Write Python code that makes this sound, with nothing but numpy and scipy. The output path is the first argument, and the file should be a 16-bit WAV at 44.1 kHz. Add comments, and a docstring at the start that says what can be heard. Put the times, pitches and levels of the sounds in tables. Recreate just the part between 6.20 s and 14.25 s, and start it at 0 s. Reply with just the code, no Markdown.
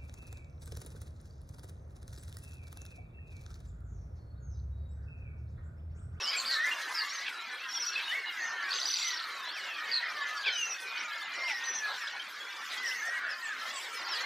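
"""A field at dusk, beside a roost of starlings. Near birds whistle, buzz, rattle, squawk and tick.
Whistles are gliding tones, buzzes are pulsed tones, squawks are stacks of harmonics and ticks are noise snaps.
Thousands of far calls blur into chatter over a soft rush of wings and leaves and bands of air noise.
Trees return a short scattered echo, made with a decaying tail of noise."""
import sys
import numpy as np
from scipy import signal
from scipy.fft import rfft, irfft, next_fast_len
from scipy.io import wavfile
from scipy.ndimage import uniform_filter1d

SR = 44100
rng = np.random.default_rng(int(sys.argv[2]) if len(sys.argv) > 2 else 0)


def materialize(psi):
    """Save the field psi as 16-bit PCM at rate SR to the path in sys.argv[1].

    A 1-D psi becomes a single channel; in a 2-D psi each row is a channel.
    """
    bounded = np.clip(np.atleast_2d(psi).T, -1, 1)
    quanta = np.round(bounded * 32767).astype(np.int16)
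    wavfile.write(sys.argv[1], SR, quanta)


N = 355225  # length in samples, about 8 s

# round high chips of the rattle: (t/s, level/dB before each chip's own trim, f/Hz)
HIGH_CHIPS = [(2.5072, -26, 4370), (2.5184, -26, 4530), (2.5488, -28, 4640), (2.5726, -28, 4490),
              (2.5995, -30, 5370), (2.6304, -25, 4680), (2.6559, -22.5, 4860), (2.6868, -26, 4600),
              (2.714, -25, 5390), (2.741, -22, 4600), (2.7697, -25, 4730), (2.796, -30, 4630),
              (2.829, -24, 4640), (2.8594, -32, 4630), (2.8858, -33, 4900), (2.9188, -33, 4700),
              (2.9452, -34, 5270), (2.9754, -32, 4510), (3.0006, -31, 4320), (3.0404, -33.5, 4200)]
# steep low sweeps between them: (t/s, level/dB before each chip's own trim, f/Hz before each chip's own shift)
LOW_CHIPS = [(2.5311, -25, 4020), (2.558, -27.5, 4050), (2.586, -29.5, 3470), (2.616, -26, 4270),
             (2.6444, -31, 4040), (2.6735, -24.5, 4100), (2.701, -27, 3600), (2.7312, -26, 4260),
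             (2.759, -28, 4100), (2.788, -29, 3520), (2.817, -30, 4060), (2.8457, -33, 3540),
             (2.874, -30, 3440), (2.9048, -27.5, 4000), (2.9334, -32, 3710), (2.9637, -34, 4080),
             (2.9933, -32, 3520), (3.0244, -34, 4200)]


def undb(db):
    """Turn decibels into a plain multiplier."""
    return 10 ** (np.asarray(db) / 20)


def level(x, db):
    """Scale a sound to an rms level in dB."""
    return x * undb(db) / np.sqrt(np.mean(x ** 2))


def walk(rate):
    """A smooth random wander: levels held for 1 / rate seconds, smoothed twice, with a spread near 1."""
    hold = max(int(SR / rate), 2)
    steps = np.repeat(rng.standard_normal(N // hold + 1), hold)
    smooth = uniform_filter1d(uniform_filter1d(steps, hold), hold)
    return 1.316 * smooth[:N]


def colour(x, points):
    """Make some pitches louder and others softer, following (Hz, dB) points."""
    hz, db = np.transpose(points)
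    size = next_fast_len(N)
    bins = np.arange(size // 2 + 1) * SR / size + 1  # the + 1 avoids log(0)
    gain = undb(np.interp(np.log(bins), np.log(hz), db))
    return irfft(rfft(x, size) * gain, size)[:N]


def add(out, start, x):
    """Mix x in at a time in seconds."""
    i = max(int(start * SR), 0)
    out[i:i + len(x)] += x[:max(N - i, 0)]


def sine(hz, turn=0.):
    """Tone of rms 1 that follows a pitch curve; turn is its starting point in the cycle."""
    return np.sqrt(2) * np.sin(2 * np.pi * (np.cumsum(hz) / SR + turn))


def arch(size, edge):
    """Loudness shape with rounded ends; a small edge gives a flat top."""
    return np.sin(np.pi * (np.arange(size) + .5) / size) ** edge


def arc(u, first, middle, last):
    """Parabola through three values at u = 0, .5 and 1."""
    return first * (1 - u) * (1 - 2 * u) + middle * 4 * u * (1 - u) + last * u * (2 * u - 1)


def chip(hz, length, rise, turn=0., bend=np.zeros(SR)):
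    """A short tone, peak 1, sliding by the fraction rise each side of hz; bend adds an unsteady pitch."""
    u = np.linspace(-1, 1, int(length * SR))
    tone = sine(hz * (1 + rise * u + bend[:len(u)]), turn)
    return tone * arch(len(u), 0.96) / np.sqrt(2)


def band_noise(hz, ratio):
    """Noise from hz / ratio to hz * ratio, fading on both sides."""
    edges = [(hz / ratio ** 2, -50), (hz / ratio, -3), (hz, 0), (hz * ratio, -3), (hz * ratio ** 2, -50)]
    return colour(rng.standard_normal(N), edges)


def whistles():
    """Each whistle is one gliding, nearly pure tone whose pitch and strength tremble."""
    # simple whistles, one arc each:
    # (t/s, length/s, first f/Hz, middle f/Hz, last f/Hz, level/dB, swell from start to end/dB)
    simple_whistles = [ (0.0, 0.023, 2600, 2640, 2600, -43, -6), (0.038, 0.068, 2780, 3000, 3220, -41, 0),
                       (4.17, .06, 4550, 4650, 4750, -47, -6), (.119, 0.058, 2240, 2220, 2550, -37, 2),
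                       (0.435, 0.1, 1770, 1734, 1850, -39, -3), (0.514, 0.025, 2800, 2755, 2770, -33, 1),
                       (0.893, 0.035, 5460, 5500, 5800, -43.5, 0), (0.933, 0.066, 6250, 6200, 5500, -47, 1),
                       (0.79, .035, 2800, 2780, 2770, -48, -6), (1.124, 0.092, 4000, 3900, 4020, -52.5, 22),
                       (1.255, 0.13, 3480, 3360, 3320, -53, 2),
                       (1.664, 0.076, 5800, 5560, 5260, -41.5, -23),
                       (1.673, 0.073, 2630, 2650, 2680, -48, 0), (1.757, 0.058, 2563, 2630, 2600, -39, -20),
                       (1.842, 0.09, 3710, 3730, 3550, -43, -3), (1.88, 0.035, 2850, 3030, 2850, -34.5, -2),
                       (1.948, 0.046, 1885, 1946, 1990, -41, 10),
                       (2.056, 0.056, 3970, 3970, 3640, -51, -14), (1.95, 0.13, 2620, 2800, 2800, -51, 0),
                       (2.06, 0.048, 2830, 2900, 2740, -42.5, -6), (2.4, 0.17, 1147, 1118, 1140, -50, 4),
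                       (2.536, 0.084, 6330, 6200, 6000, -41, 2), (2.655, 0.115, 5750, 6000, 5850, -39.5, 1),
                       (2.782, .045, 5750, 5680, 5600, -47, -2), (2.829, 0.064, 5770, 5910, 6030, -38, 15),
                       (2.908, .075, 5700, 5520, 5310, -45, 8), (2.818, 0.24, 2167, 1905, 1740, -44.5, -12),
                       (3.351, 0.059, 2880, 2330, 1890, -43.5, 4), (3.59, 0.21, 1740, 1876, 1740, -45, 0),
                       (3.888, .04, 5200, 5620, 6000, -52, -12),
                       (4.302, 0.064, 4400, 3960, 3730, -44.5, -4),
                       (4.494, 0.074, 5880, 5730, 5500, -43.5, -18),
                       (4.257, 0.039, 2680, 2380, 2220, -30, -1), (4.302, .11, 5100, 5200, 4770, -51, -4),
                       (5.15, 0.19, 1257, 1044, 810, -50, 12), (3.1, 0.2, 1153, 1082, 944, -51, -2),
                       (5.23, .04, 4320, 4600, 5200, -48, 8), (5.16, 0.15, 5350, 5480, 5630, -49.5, 4),
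                       (5.278, 0.04, 2950, 2500, 2230, -36, 0), (5.423, 0.059, 2300, 4300, 4970, -48, -4),
                       (5.438, 0.16, 6060, 5920, 5770, -40.5, 3),
                       (5.546, 0.042, 6150, 6200, 5780, -38.5, -2),
                       (5.81, 0.11, 5750, 4940, 4670, -51.5, -8),
                       (5.871, 0.017, 3000, 3600, 4280, -41.5, -2),
                       (5.997, 0.038, 3080, 3190, 3000, -44.5, -17),
                       (6.198, 0.23, 3300, 3430, 3520, -53.5, -15),
                       (6.572, 0.031, 3200, 3260, 3300, -44.5, -4),
                       (6.63, 0.073, 1970, 1864, 1710, -37, -3),
                       (6.711, 0.028, 2580, 3200, 3800, -44.5, -14),
                       (7.087, 0.059, 5350, 5150, 4280, -45.5, 9), (7.238, 0.07, 8150, 7160, 6240, -54, -9),
                       (7.378, 0.12, 1610, 1745, 1770, -49, -1), (7.744, 0.076, 5300, 5050, 4530, -48, -3),
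                       (7.93, 0.13, 1574, 1936, 2150, -42, 6), (8.025, .03, 4060, 4230, 4150, -43.5, 2),
                       (2.03, 0.038, 2170, 1945, 1750, -41.5, -2), (2.135, 0.068, 1753, 1610, 1770, -45, 5),
                       (2.38, .26, 1796, 1873, 1947, -47, -6), (2.45, 0.095, 2250, 2390, 2560, -50, -6),
                       (7.53, 0.067, 1140, 1088, 1010, -47.5, 0), (7.845, 0.037, 4420, 4870, 4850, -45, -2),
                       (.162, .032, 7450, 7450, 7350, -41, 6), (3.235, .09, 3850, 4080, 4650, -46, 4),
                       (1.06, 0.045, 3620, 2890, 2080, -48, 8), (7.035, .08, 2690, 2710, 2700, -54, 2),
                       (4.01, 0.045, 3750, 3720, 3760, -48, 0), (1.379, 0.087, 2100, 2680, 2580, -46, 1),
                       (1.55, .04, 3450, 3330, 3220, -43, 0), (1.722, .035, 4430, 4250, 4000, -46, -2),
                       (4.587, .02, 3400, 3000, 2650, -50, 0)]
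    # winding whistles and a warble, one list of points each: (t/s, f/Hz, level/dB)
    phrases = [
        [(.296, 1840, -40), (.331, 1940, -38), (.365, 1740, -37.5), (.43, 1887, -32.5), (.479, 2133, -36.5),
         (.52, 2020, -42)],
        [(1.87, 1604, -41), (1.9, 1635, -41), (1.932, 1996, -32), (1.96, 2213, -34.5), (2.02, 2216, -42),
         (2.054, 2123, -45), (2.106, 2144, -46), (2.18, 1995, -43), (2.22, 1853, -37), (2.3, 1807, -40)],
        [(2.3, 1772, -37), (2.346, 1830, -39.5), (2.412, 1715, -44), (2.45, 1721, -39.5), (2.468, 1656, -36),
         (2.5, 1531, -42), (2.576, 1463, -49), (2.61, 1352, -47)],
        [(3.055, 4450, -52), (3.12, 4080, -51), (3.22, 3670, -51), (3.3, 3350, -48), (3.41, 2990, -53),
         (3.49, 2780, -46), (3.572, 2428, -44.5), (3.7, 2141, -51)],
        [(1.475, 5478, -61), (1.495, 5782, -45), (1.519, 5250, -48), (1.545, 5779, -38), (1.579, 5390, -34),
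         (1.593, 5743, -50), (1.601, 5884, -34), (1.615, 5826, -39), (1.633, 5167, -34.5), (1.655, 5809, -48),
         (1.659, 5771, -60), (1.67, 5740, -36)],
        [(3.942, 1840, -45), (4.017, 1722, -38), (4.122, 1766, -44), (4.284, 1540, -43), (4.365, 1360, -45)],
        [(4.29, 3240, -40), (4.42, 2790, -36), (4.49, 2680, -44), (4.56, 2530, -50), (4.7, 2450, -48),
         (4.83, 2490, -46), (4.9, 2210, -45), (4.96, 2130, -51), (5.09, 2000, -44)],
        [(5.129, 1810, -43), (5.195, 2112, -39.5), (5.27, 2110, -36), (5.393, 1820, -41.5), (5.457, 1880, -43),
         (5.6, 1764, -48.5), (5.654, 1682, -31), (5.788, 1596, -54)],
        [(6.52, 1946, -45), (6.626, 2038, -43), (6.74, 2030, -39.5), (6.8, 1790, -41)],
        [(6.815, 1655, -37.5), (6.861, 1835, -37.5), (6.92, 1905, -35.5), (6.995, 1936, -40.5)],
        [(7.215, 1927, -50), (7.235, 1846, -40), (7.313, 1692, -39), (7.363, 1378, -50), (7.431, 1338, -49),
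         (7.449, 1293, -40), (7.48, 1343, -58)],
        [(7.878, 5280, -57), (7.886, 5350, -47), (7.9, 5600, -43), (7.916, 5319, -41), (7.92, 5340, -37),
         (7.965, 4340, -43)],
    ]
    # regular warbles, starting at the top of a swing:
    # (t/s, length/s, first f/Hz, last f/Hz, swing each way/Hz, swings per second/Hz, level/dB)
    warbles = [(4.32, 0.195, 5980, 6180, 249.5, 12, -43)]
    out, waver, tremble, broken = np.zeros(N), walk(150), walk(220), walk(60)

    def sing(start, hz, db, edge, steady=1.):
        """Add one trembling tone; a larger steady calms it."""
        at = np.clip(int(start * SR) + np.arange(len(hz)), 0, N - 1)
        tone = sine(hz * (1 + 0.00703 * waver[at] / steady))
        shake_db = (2.0 * tremble[at] + 1.6 * broken[at]) / steady
        add(out, start, tone * undb(db + shake_db) * arch(len(hz), edge))

    for start, length, first_hz, middle_hz, last_hz, db, swell_db in simple_whistles:
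        u = np.linspace(0, 1, int(length * SR))
        sing(start, arc(u, first_hz, middle_hz, last_hz), db + swell_db * (u - .5), 0.15)
    for rows in phrases:
        s, hz, db = np.transpose(rows)
        t = np.arange(s[0], s[-1], 1 / SR)
        pitch = uniform_filter1d(np.interp(t, s, hz), size=300)  # rounds the corners
        sing(s[0], pitch, np.interp(t, s, db), 0.079, steady=1.4)
    for start, length, first_hz, last_hz, swing_hz, rate, db in warbles:
        t = np.arange(0, length, 1 / SR)
        pitch = np.linspace(first_hz, last_hz, len(t)) + swing_hz * np.cos(2 * np.pi * rate * t)
        sing(start, pitch + 90 * walk(120)[:len(t)], db, 0.43)
    return out


def buzzes():
    """The voice opens and shuts many times a second; the pitch slides inside every pulse."""
    # (t/s, length/s, first f/Hz, last f/Hz, level/dB, average pulses per second/Hz, glide in each pulse/Hz)
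    pulsed_calls = [(0, 0.175, 5650, 4550, -33.5, 130, -800), (0.175, 0.045, 4400, 4200, -33.5, 137, -500),
                    (0.19, 0.035, 6950, 6800, -41, 130, 500), (0.262, 0.118, 4700, 3850, -29, 135, 1000),
                    (0.739, 0.097, 5480, 4220, -30.5, 143, -500), (0.89, 0.16, 4430, 4480, -43, 38, 1600),
                    (2.17, 0.17, 6670, 5900, -45.5, 127, 892), (2.758, 0.089, 7170, 7700, -43.5, 140, 900),
                    (3.329, 0.077, 5420, 5600, -46, 110, 500), (3.713, 0.091, 4600, 3936, -25.5, 145, 450),
                    (3.804, 0.09, 1935, 1890, -33, 140, 305), (4.049, .08, 6000, 6220, -52, 150, 402),
                    (4.26, 0.042, 3750, 3050, -32, 150, -500), (4.259, 0.042, 5200, 4200, -38, 210, -900),
                    (4.228, .03, 3100, 3900, -38, 150, 700), (.246, .024, 3500, 4900, -31, 90, 600),
                    (5.822, 0.078, 1800, 1590, -37.5, 106, 400), (4.773, 0.057, 5460, 5720, -44, 150, 500),
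                    (5.27, 0.13, 5320, 5550, -42, 105, 500), (6.499, 0.058, 3800, 3810, -40, 140, 1200),
                    (6.633, 0.095, 5520, 5450, -38.5, 92, 500), (5.626, 0.16, 4370, 3540, -42.5, 136, 500),
                    (7.018, .14, 1745, 1710, -33, 170, 350), (6.735, 0.16, 6300, 6300, -48, 93, 600),
                    (6.84, 0.24, 1650, 1560, -40, 95, 300), (7.533, 0.078, 7630, 7560, -43.5, 79, 400),
                    (7.967, 0.065, 4200, 4230, -40, 62, 200), (.065, .03, 7500, 7300, -48, 150, 898),
                    (.15, 0.15, 8400, 7900, -52, 120, 600), (.315, .03, 7300, 7300, -47, 130, 500),
                    (.43, .05, 5500, 6800, -45, 85, 900), (2.53, .075, 6500, 7700, -50, 100, 500),
                    (2.61, .04, 6300, 7160, -45, 120, 600), (6.866, 0.039, 5450, 5700, -44, 100, 200),
                    (7.042, 0.11, 1560, 1535, -42, 60, 100)]
    out, uneven, scatter = np.zeros(N), walk(60), walk(300)
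    for start, length, first_hz, last_hz, db, rate, glide_hz in pulsed_calls:
        at = int(start * SR) + np.arange(int(length * SR))
        phase = np.cumsum(rate * (1 + 0.25 * uneven[at])) / SR % 1  # 0 to 1 in each pulse
        # the wander is read backwards here, so pitch and strength move separately
        pitch = np.linspace(first_hz, last_hz, len(at)) * (1 + 0.034 * scatter[-at])
        pitch = pitch + glide_hz * (phase - .5)
        pulse = np.sin(np.pi * phase) ** 1.25 * undb(db + 4 * np.tanh(scatter[at]))
        add(out, start, sine(pitch) * pulse * arch(len(at), 0.55))
    return out


def rattle():
    """Round high chips alternate with steep low upward sweeps, each with weaker chips; the throat rasps."""
    out, rasp = np.zeros(N), walk(500)
    for s, db, hz in HIGH_CHIPS:
        u = rng.random(2)
        add(out, s - .001, undb(db - 2.0) * chip(hz, 0.0055, 0.043))
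        behind = chip(hz * (0.9 + 0.15 * u[1]), 0.0042, 0.14)
        add(out, s + 0.005 + 0.002 * u[0], undb(db - 6.5) * behind)
    for s, db, hz in LOW_CHIPS:
        u = rng.random(2)
        add(out, s - .001, undb(db - 1.5) * chip(hz * .97, 0.005, 0.19))
        add(out, s - .004, undb(db - 10) * chip(hz * 0.8, 0.004, 0.19))  # the sweep's lower lead-in
        behind = chip(hz * (1.05 + 0.2 * u[1]), 0.0039, 0.16)
        add(out, s + 0.005 + 0.002 * u[0], undb(db - 4) * behind)
        add(out, s + 0.009, undb(db - 9) * chip(hz * (0.815 + 0.2 * u[0]), 0.004, .2))
    return out * undb(1.6 * rasp)


def squawks():
    """A rough stack of seven harmonics, strongest near the throat resonance at 2300 Hz."""
    # (t/s, length/s, first f/Hz, last f/Hz, level/dB)
    harsh_calls = [(0.095, 0.083, 760, 805, -41.5), (1.049, 0.055, 841, 814, -38.5),
                   (1.753, 0.076, 866, 792, -41), (4.238, 0.074, 860, 769, -37),
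                   (4.702, .16, 820, 693, -41.5), (5.276, 0.053, 808, 780, -39.5),
                   (5.802, 0.043, 828, 880, -46)]
    out, rasp = np.zeros(N), walk(400)
    for start, length, first_hz, last_hz, db in harsh_calls:
        at = int(start * SR) + np.arange(int(length * SR))
        pitch = np.linspace(first_hz, last_hz, len(at)) * (1 + 0.0655 * rasp[-at])
        stack = 0
        for k in range(1, 8):
            octaves_away = np.log2(k * first_hz / 2300)
            stack = stack + sine(k * pitch) * undb(-14 * octaves_away ** 2)
        add(out, start, level(stack, db) * undb(6.5 * np.tanh(rasp[at])) * arch(len(at), 0.7))
    return out


def ticks():
    """Dry bill ticks: bright snaps of noise that die away in a millisecond or two."""
    # (t/s, starting level/dB before the treble tilt)
    bill_ticks = [(1.9694, -49), (3.9704, -50), (4.1101, -48), (6.5715, -48), (6.6338, -41), (6.6608, -40),
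                  (6.7274, -42), (6.8594, -46)]
    out, t = np.zeros(N), np.arange(int(.01 * SR)) / SR
    clatter = [(s, db - 25) for s, db, hz in HIGH_CHIPS + LOW_CHIPS]  # every chip of the rattle snaps too
    for s, db in list(bill_ticks) + clatter:
        add(out, s, undb(db) * rng.standard_normal(len(t)) * np.exp(-t / .0012))
    return colour(out, [(1500, -15), (8000, 0)])


def chatter(band, count, long_s, short_share, waver):
    """Many far calls at chance moments: wavering, raspy glides, mostly falling, and short steep chips."""
    centre_hz, spread = band
    out, bend, rasp = np.zeros(N), waver * walk(45), undb(3.23 * walk(170))
    even = rng.random((count, 5))
    bell = np.clip(rng.standard_normal((count, 3)), -1.8, 1.8)
    for (when, kind, span, turn, voice), (place, slide, db) in zip(even, bell):
        short = kind < short_share
        length = (.01 if short else long_s) * (0.398 + 1.212 * span)
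        rise = 0.101 * slide if short else 0.04 * slide - .02
        at = int(voice * (N - SR))  # each call borrows its own stretch of the wanders
        call = chip(centre_hz * np.exp(spread * place), length, rise, turn, bend[at:])
        # voices away from the middle of the range are weaker
        gain = undb(1.7 * db - 2.68 * place ** 2)
        add(out, when * N / SR - .05, gain * call * rasp[at:at + len(call)])
    return level(out, 0)


def rush():
    """Thin treble hiss of wings and leaves: narrow noise bands that flutter together and singly."""
    out, flutter = 0, 1.8 * walk(22) + 1.6 * walk(70)
    for hz in 3000 * 2 ** np.arange(0, 2.4, .125):
        out = out + band_noise(hz, 1.09) * undb(flutter + 4.4 * walk(48))
    hiss = colour(out, [(2500, -19), (5000, 8.5), (8000, 0.5), (11000, -3.5), (15000, -5.5)])
    return level(hiss, 0)


def air():
    """Evening air and distant flock: noise bands that swell together and flicker alone."""
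    # tone of the air, before its overall level is set: (f/Hz, level/dB)
    air_tone = [(24, -60), (45, -40), (80, -65), (130, -31), (257, -16.5), (600, -7), (1000, -3),
                (1800, -1), (2900, -8.5), (4400, -21), (8500, -55), (11000, -60)]
    # rise and fall of the low murmur, with throaty noise under two squawks;
    # only changes around the average count: (t/s, level/dB)
    low_murmur = [(0.0, -55.5), (0.11, -50), (0.36, -58.5), (0.45, -55.5), (2.15, -58.5), (2.2, -54.5),
                  (2.73, -57), (4.24, -56.5), (4.28, -44), (4.33, -56), (5.25, -56.5), (5.31, -50.5),
                  (5.36, -57.5), (6.43, -58), (6.95, -56), (7.06, -58.5), (8.0, -54), (8.05, -52.5)]
    out, swell = 0, 1.6 * walk(14)
    s, db = np.transpose(low_murmur)
    low_murmur_db = np.interp(np.arange(N) / SR, s, db - np.mean(db))
    for hz in 40 * 2 ** np.arange(0, 8.8, .5):
        flicker = (4.2 if hz < 1000 else 2.6) * walk(30)
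        under_voices = 400 < hz < 1000  # only these bands follow the low murmur
        out = out + band_noise(hz, 1.243) * undb(swell + flicker + low_murmur_db * under_voices)
    return level(colour(out, air_tone), -46.3)


def scattered_echo(x, t60):
    """Blur a sound with a noise tail that starts after 6 ms and falls by 60 dB in t60 seconds."""
    t = np.arange(int(.4 * SR)) / SR
    tail = rng.standard_normal(len(t)) * np.exp(-np.log(1000) * t / t60) * (t > .006)
    return signal.fftconvolve(x, tail / np.sqrt(np.sum(tail ** 2)))[:N]


def scene():
    """Mix near birds, far flock, echo from the trees, wings and air, then spread them to stereo."""
    # far flock: (t/s, low voices level/dB, high voices level/dB, wing rush level/dB)
    flock = [(0.0, -41.5, -46, -52.5), (0.43, -42, -47.5, -50.5), (0.85, -39, -45, -54),
             (1.12, -44.5, -51.5, -60), (1.79, -44, -42.5, -54), (1.97, -49.5, -50, -59),
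             (2.4, -41.5, -49.5, -60.5), (2.55, -48, -43.5, -53.5), (2.69, -47.5, -49.5, -51),
             (2.8, -48.5, -40.5, -50.5), (3.0, -42.5, -50.5, -57), (3.32, -46, -47.5, -58.5),
             (4.15, -39.5, -47.5, -59), (4.46, -48.5, -50.5, -56.5), (4.95, -42, -46.5, -60.5),
             (5.56, -46, -48.5, -56.5), (5.76, -42, -47.5, -59), (6.19, -48, -52, -60),
             (6.7, -44.5, -45, -52), (6.93, -43.5, -55, -59.5), (7.11, -44.5, -52, -61),
             (7.55, -43, -45, -50.5), (7.821, -45.5, -47.5, -54.5), (8.05, -43.5, -36.5, -56)]
    # pitch ranges of the far voices: (centre f/Hz, spread as log ratio)
    low_voices = (1689, .33)
    high_voices = (3703, .34)
    # strength of the left-right difference against the middle: (f/Hz, level/dB)
    side_tone = [(25, -24), (60, -8), (140, -20), (350, -35), (700, -38), (1800, -48), (2450, -21),
                 (4500, -17.5), (7000, -12), (9000, -8.5), (14000, -5.5)]
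    t = np.arange(N) / SR
    s, *columns = np.transpose(flock)
    low_db, high_db, wing_db = (np.interp(t, s, column) for column in columns)

    songs = whistles() + buzzes() + rattle()
    # loud voices are not pure: a weak second harmonic grows with strength
    songs += 0.47 * colour(songs ** 2, [(300, -80), (1500, -34), (3000, 21), (15000, -3.5)])
    near = songs + squawks() + ticks()
    far = undb(low_db) * chatter(low_voices, count=1000, long_s=0.11, short_share=.3, waver=0.016)
    far += undb(high_db) * chatter(high_voices, count=5200, long_s=.035, short_share=.6, waver=.04)
    wings = undb(wing_db) * rush()

    near_echo = undb(-8.5) * scattered_echo(near, 0.31)
    far_echo = undb(-9) * scattered_echo(far, 0.39)
    mid = near + near_echo + far + far_echo + wings + air()
    # stereo width: left and right differ by a scattered copy, mostly in the treble and deep bass
    side = colour(scattered_echo(mid, 0.047), side_tone)
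    return np.array([mid + side, mid - side])


def record(dry):
    """The small microphone loses the deep bass; the recorder cuts the top."""
    bass_cut_hz, top_hz = 95, 15100
    bass_cut = signal.butter(1, bass_cut_hz, "high", fs=SR, output="sos")
    top_cut = signal.ellip(10, .2, 70, top_hz, fs=SR, output="sos")
    thin = signal.sosfilt(bass_cut, dry)
    return signal.sosfilt(top_cut, thin)


dry = scene()
out = record(dry)
materialize(out)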